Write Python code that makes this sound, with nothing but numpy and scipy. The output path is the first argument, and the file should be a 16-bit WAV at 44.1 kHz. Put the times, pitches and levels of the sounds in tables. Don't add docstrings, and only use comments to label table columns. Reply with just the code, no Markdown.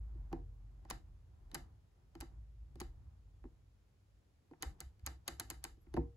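import sys
import numpy as np
from scipy import signal
from scipy.fft import rfft, irfft
from scipy.io import wavfile
from scipy.ndimage import uniform_filter1d

SR = 44100
rng = np.random.default_rng(int(sys.argv[2]) if len(sys.argv) > 2 else 0)


def boost_factor(decibels):
    exponent = np.asarray(decibels, float) / 20
    return 10 ** exponent


def generate_wav(sig):
    pcm = np.round(np.clip(np.atleast_2d(sig).T, -1, 1) * 32767).astype(np.int16)
    wavfile.write(sys.argv[1], SR, pcm)


N = 271656

# mode_hz, level_db, t60_s
SPRING_MODES = [(6500, -9.5, 0.023), (7470, -1, 0.0038), (8360, -7.5, 0.017), (8670, 0.5, 0.0019),
                (10310, -5.5, 0.0088), (11510, 0, 0.0025), (11610, -6.5, 0.0065), (13020, -7, 0.0034),
                (14940, -16.5, 0.006), (15400, -30, .005)]
PLATE_MODES = [(3030, -10.5, 0.036), (3330, -12, 0.0098), (4020, -0.5, 0.0094), (4430, -3.5, 0.013),
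               (4626, 0, 0.013), (5286, -12.5, 0.04), (6135, -2, 0.0081)]
HOUSING_MODES = [(1350, 2.5, 0.015), (1546, -7, 0.041), (1778, 5.5, 0.012), (2068, -1, 0.03),
                 (2475, 4.5, 0.0089)]
LID_MODES = [(562, -24, 0.12), (708, -18, 0.21), (786.4, 0.5, 0.055), (912, -7, 0.061), (1041, 0, 0.022)]
PANEL_MODES = [(152.2, -12, 0.2), (257, -10.5, 0.13), (337.5, 0.5, 0.084), (430, -33.5, 0.04),
               (471, -26.5, 0.42)]
PART_MODES = [SPRING_MODES, PLATE_MODES, HOUSING_MODES, LID_MODES, PANEL_MODES]
# contact_s, offset_db, hit_spread_db, port_unlikeness, right_lag_samples, pan_db
PART_PICKUP = [(.00035, -7.5, 3.5, 0.097, 0.5, -5), (.0007, -5, 2.5, 0.61, -2.5, 6),
               (.001, -9.5, 1, 0.45, 5.5, -0.5), (.0012, -2.5, 1.5, 0.35, 3.5, -0.5),
               (.004, -3, -1.23, 0.15, 8.5, -1)]
# level_db, t60_s, colour_sharpness
ROOM_TAILS = [(-32, 0.31, 0), (-22.5, 0.29, 0.36), (-18.5, 0.24, 1), (-16.5, 0.32, 1.5), (-20, 0.66, 0.6)]

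# start_s, snap_db, bounce_db, rebound_after_s, rebound_db
DETENTS = [(0.9007, -33.5, -42, 0.008, -38), (1.5451, -33, -39.5, 0.0087, -42.5),
           (2.204, -43, -44.5, .0133, -53.5), (2.801, -35.5, -47.5, 0.013, -46),
           (4.6239, -27.5, -65, 0.0051, -37.5), (4.804, -35, -77, 0.0062, -49.5),
           (5.063, -31.5, -40.5, 0.0095, -41), (5.278, -27.5, -38, .007, -41),
           (5.3974, -29, -42, 0.0093, -46), (5.5011, -29.5, -49.5, 0.0079, -45),
           (5.6402, -29.5, -58, 0.0093, -44.5)]
# spring_db, plate_db, housing_db, lid_db, panel_db
SNAP_SHARE_DB = [0.5, -11.5, -11.5, -25, -24]
BOUNCE_SHARE_DB = [5, 0.5, 0.5, -8, -12.5]
REBOUND_SHARE_DB = [-1.5, -5.5, -1.5, -8.5, -8]
# start_s, spring_plate_tick_db, housing_click_db, lid_tap_db, panel_thud_db
KNOCKS = [(0.149, -84, -79, -85, -52), (0.316, -89, -71, -57, -48), (0.3277, -54.5, -45, -37, -29),
          (0.85, -69, -58, -57, -57), (1.084, -86.5, -89, -75, -80), (1.5148, -57.5, -58, -60.5, -67),
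          (1.527, -83, -76, -82, -46), (1.554, -73, -82, -52, -41.5), (2.1518, -57.5, -53, -52.5, -43),
          (2.222, -74, -73, -47, -44), (2.7557, -61, -63, -62.5, -48), (2.812, -75, -64.5, -45.5, -40),
          (3.4393, -80, -63, -58, -47.5), (3.452, -90, -71, -65, -46), (4.5111, -76.5, -65, -61, -49),
          (4.534, -93, -58, -58, -54.5), (4.607, -90, -79, -85, -56.5), (4.9947, -70, -67, -88, -77),
          (5.7712, -80, -92, -92, -61), (5.866, -91, -64, -70, -54.5), (5.9397, -50.5, -47, -48, -31.5),
          (5.9658, -59, -41.5, -39, -36), (5.972, -60.5, -54, -31, -21)]
# centre_s, pitch_hz, level_db, half_length_s
SQUEAK = (5.826, 11500, -82, .013)
# peak_s, level_db, pitch_hz, fall_20db_s (floored at 0.02)
PUSHES = [(0.03, -44.5, 54.2, 0.6), (0.159, -45.5, 54.2, 0.55), (0.241, -50, 47, -5),
          (0.411, -50.5, 43.9, 1.32), (0.942, -43.5, 52.02, 0.02), (1.15, -63, 45.44, .5),
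          (1.418, -54, 61.9, -0.1), (1.63, -47, 55.32, -0.04), (1.97, -69, 46.65, -0.5),
          (2.21, -43.5, 55.4, -0.07), (2.398, -51, 55.4, 0.43), (2.618, -47, 53.8, 0.09),
          (2.75, -45.5, 59.6, -0.05), (2.849, -53.5, 58.8, 0.37), (3.079, -55, 62.14, 0.11),
          (3.269, -61, 49.4, 0.94), (3.459, -52, 46.2, 0.09), (4.15, -64, 52, 0.1),
          (4.38, -68.5, 53.8, -0.4), (4.679, -39.5, 60.7, 0.0432), (4.87, -48.5, 66.25, .06),
          (5.039, -43, 67.9, 0.01), (5.109, -50, 63.9, 0.15), (5.33, -46.5, 61.87, 0.03),
          (5.47, -54.5, 57.7, 0.14), (5.58, -51.5, 59.64, .08), (5.73, -56.5, 60.3, .08),
          (5.88, -65, 63.5, -3.5), (6.001, -36, 61.8, .085)]
# time_s, effort_db
EFFORT = [(0, 0.5), (.38, 7), (.62, 1), (.93, 6.5), (1.3, 0), (1.62, 9.5), (1.92, -5.5), (2.2, 1),
          (2.55, -9.5), (2.86, 7), (3.08, 5), (3.29, -7.5), (3.5, -4), (3.85, -11.5), (4.5, -7.5),
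          (4.7, 6.5), (4.92, -4.5), (6.16, -1)]

# level_db, effort_db_per_db, push_db_per_db, drift_db
DEEP_STIR = (-68.5, 1, 0.5, 6)
LOW_STIR = (-61, 0.33, 0.3857, 1.5)
RUB_STIR = (-78.5, 1.02, 0.11, 3.3)
# freq_hz, density_db_per_hz
DEEP_SPECTRUM = [(28, -18.0), (36, 11.5), (41, 18), (50, -3), (70, -54.5)]
LOW_SPECTRUM = [(50, -15.5), (64, 4.5), (82, 3.0), (120, -2.5), (150, -13), (200, -21.0), (300, -68.0)]
LEAD_IN_SPECTRUM = [(300, -27.5), (800, 6.0), (2000, -8), (6000, -11.5), (9000, -38)]
FLAT_SPECTRUM = [(50, 0), (20000, 0)]
RUB_SPECTRUM = [(180, 3.5), (330, -1.5), (520, -12.5), (780, -6), (1200, -13), (2000, -23), (3500, -46)]
HISS_SPECTRUM = [(100, -2.5), (200, -8.5), (400, -11), (1000, -20.5), (2500, -26), (5000, -29), (9000, -33),
                 (13000, -39), (16000, -67.5)]
# freq_hz, likeness
PORT_LIKENESS = [(60, 0.93), (150, 0.88), (300, 0.64), (640, 0.038), (2000, 0.12), (6000, 0.085)]

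BOUNCE_AT = 0.36
SPRING_LOSS_DB_PER_S = 801.5
LEAD_IN_DB, LEAD_IN_S = -23.5, 0.0087
ROOM_ONSET_S, GATE_S, MUFFLE = 0.0075, 0.12, 0.12
PUSH_RISE = 0.88
BOARD_MEAN_DB, HISS_DB = -58, -78
WHINE_HZ, WHINE_DB = 14300, -111
MERGE_HZ, MERGE_SHARE, PORT_LAG_SAMPLES = 6690, 0.97, 10
SELF_NOISE_DB, TOP_HZ = -95.5, 16700


def switch():
    hits, direct = contacts(), 0
    for k, modes in enumerate(PART_MODES):
        contact_s, offset_db, spread_db, unlike, lag_samples, pan_db = PART_PICKUP[k]
        left, right = part(modes, hits[:, k + 1] + offset_db, contact_s, spread_db, unlike)
        right = np.roll(right, round(lag_samples))
        direct = direct + np.array([left * boost_factor(pan_db / 2), right * boost_factor(-pan_db / 2)])
    return direct


def contacts():
    rows = [(s, tick, tick, click, tap, thud) for s, tick, click, tap, thud in KNOCKS]
    for s, snap_db, bounce_db, after_s, rebound_db in DETENTS:
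        slack_db = np.eye(5)[0] * SPRING_LOSS_DB_PER_S * after_s
        rows.append((s, *np.add(snap_db, SNAP_SHARE_DB)))
        rows.append((s + BOUNCE_AT * after_s, *np.add(bounce_db, BOUNCE_SHARE_DB)))
        rows.append((s + after_s, *(rebound_db + np.array(REBOUND_SHARE_DB) - slack_db + 4.5)))
    return np.array(rows)


def part(modes, hit_db, contact_s, spread_db, unlike):
    t = np.arange(900) / SR
    shape = t / contact_s * np.exp(-t / contact_s)
    at = (contacts()[:, :1] * SR).astype(int) + np.arange(900)
    out = np.zeros((2, N))
    for hz, level_db, t60_s in modes:
        draw = rng.standard_normal((len(at), 3, 901))
        gain = boost_factor(hit_db + level_db + spread_db * draw[:, 0, 0])
        for port in range(2):
            rattle = shape * (draw[:, 0, 1:] + unlike * draw[:, 1 + port, 1:])
            push = np.abs(rattle @ np.exp(-2j * np.pi * hz * t))
            typical = np.sqrt(np.sum(rattle ** 2, axis=1))
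            rattle *= (gain / np.maximum(push, typical / 2))[:, None]
            force = np.bincount(at.ravel(), rattle.ravel(), N)[:N]
            out[port] += ring(force, hz, t60_s)
    return soften(out, modes, 1.48)


def ring(force, hz, t60_s):
    radius = boost_factor(-60 / (max(t60_s, .002) * SR))
    w = 2 * np.pi * min(hz, .45 * SR) / SR
    return signal.lfilter([0, np.sin(w)], [1, -2 * radius * np.cos(w), radius * radius], force + 1e-18)


def soften(x, modes, reach):
    edge_hz = min(reach * modes[-1][0], .45 * SR)
    return signal.sosfilt(signal.butter(3, edge_hz, fs=SR, output="sos"), x)


def lead_in():
    lead = SR // 20
    rise = np.exp((np.arange(lead) - lead) / SR / LEAD_IN_S)
    envelope = np.roll(swell(contacts()[:, 3] + LEAD_IN_DB, rise), -lead)
    return envelope * coloured(LEAD_IN_SPECTRUM)


def swell(hit_db, shape):
    energy = np.bincount((contacts()[:, 0] * SR).astype(int), boost_factor(2 * hit_db), N)
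    return np.sqrt(np.maximum(signal.fftconvolve(energy, shape ** 2)[:N], 0))


def squeak():
    centre_s, hz, level_db, half_s = SQUEAK
    pressure = np.exp(-((np.arange(N) / SR - centre_s) / half_s) ** 2)
    return boost_factor(level_db) * pressure * rms_one(ring(rng.standard_normal(N), hz, .015))


def room():
    hits, t, out = contacts(), np.arange(SR // 3) / SR, 0
    diffuse = coloured(FLAT_SPECTRUM)
    for k, modes in enumerate(PART_MODES):
        level_db, t60_s, sharpness = ROOM_TAILS[k]
        onset = 1 - np.exp(-t / ROOM_ONSET_S)
        gate = np.exp(-(t / GATE_S) ** 5.0)
        fall = boost_factor(-60 * t / t60_s) * onset * gate
        radiated_db = hits[:, k + 1] + MUFFLE * (hits[:, 2] - hits[:, k + 1])
        colour = 0
        for i, (hz, mode_db, mode_t60_s) in enumerate(modes):
            colour = colour + (-1) ** i * boost_factor(mode_db) * ring(diffuse, hz, sharpness * mode_t60_s)
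        out = out + swell(radiated_db + level_db, fall) * rms_one(soften(colour, modes, 0.83))
    return out


def floor_board():
    hz = in_time(PUSHES)[1]
    return np.sqrt(2) * boost_factor(board_level()) * np.sin(2 * np.pi * np.cumsum(hz) / SR)


def board_level():
    t, out = np.arange(N) / SR, np.full(N, -95.)
    for s, level_db, _, fall_s in PUSHES:
        away_s = np.maximum(t - s, (s - t) / PUSH_RISE)
        out = np.maximum(out, level_db - 20 * away_s / max(fall_s, .02))
    return out


def background():
    deep = stirred(*DEEP_STIR) * coloured(DEEP_SPECTRUM)
    low = stirred(*LOW_STIR) * coloured(LOW_SPECTRUM)
    rubbing = stirred(*RUB_STIR) * coloured(RUB_SPECTRUM)
    return deep + low + rubbing + boost_factor(HISS_DB) * coloured(HISS_SPECTRUM)


def stirred(level_db, effort, pushes, drift_db):
    drift = np.interp(np.arange(N) / SR, np.arange(60) / 9, rng.standard_normal(60))
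    board_db = uniform_filter1d(board_level(), size=SR // 12) - BOARD_MEAN_DB
    return boost_factor(level_db + effort * in_time(EFFORT)[0] + pushes * board_db + drift_db * drift)


def power_whine():
    return boost_factor(WHINE_DB) * rms_one(ring(rng.standard_normal(N), WHINE_HZ, .15))


def coloured(spectrum):
    hz = np.maximum(np.fft.rfftfreq(N, 1 / SR), 1)
    mid, side = rfft(rng.standard_normal((2, N)))
    alike = np.clip(at_hz(PORT_LIKENESS, hz), 0, 1)
    ports = np.sqrt(1 + alike) * mid + np.sqrt(1 - alike) * side * [[1], [-1]]
    passed = hz > .8 * spectrum[0][0]
    return rms_one(irfft(ports * boost_factor(at_hz(spectrum, hz)) * passed, N))


def at_hz(points, hz):
    points = np.array(points)
    return np.interp(np.log(hz), np.log(points[:, 0]), points[:, 1])


def in_time(rows):
    s, *columns = np.transpose(rows)
    return [np.interp(np.arange(N) / SR, s, c) for c in columns]


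def rms_one(x):
    return x / np.sqrt(np.mean(x ** 2) + 1e-20)


def scene():
    fade_in = np.minimum(np.arange(N) / SR / .008, 1)
    handled = lead_in() + switch() + squeak()
    return fade_in * (handled + room() + floor_board() + background() + power_whine())


def roll_off(x):
    return signal.sosfilt(signal.butter(12, 16750, fs=SR, output="sos"), x)


def record(dry):
    hz = np.fft.rfftfreq(N, 1 / SR)
    merged = MERGE_SHARE / (1 + (MERGE_HZ / (hz + 1)) ** 24)
    left, right = rfft(dry)
    late = -right * np.exp(-2j * np.pi * hz * PORT_LAG_SAMPLES / SR)
    left = merged * late + np.sqrt(1 - merged ** 2) * left
    ports = irfft(np.array([left, right]), N) + boost_factor(SELF_NOISE_DB) * rng.standard_normal((2, N))
    ports = signal.sosfilt(signal.cheby2(10, 40, TOP_HZ, fs=SR, output="sos"), ports)
    return roll_off(ports)


dry = scene()
out = record(dry)
generate_wav(out)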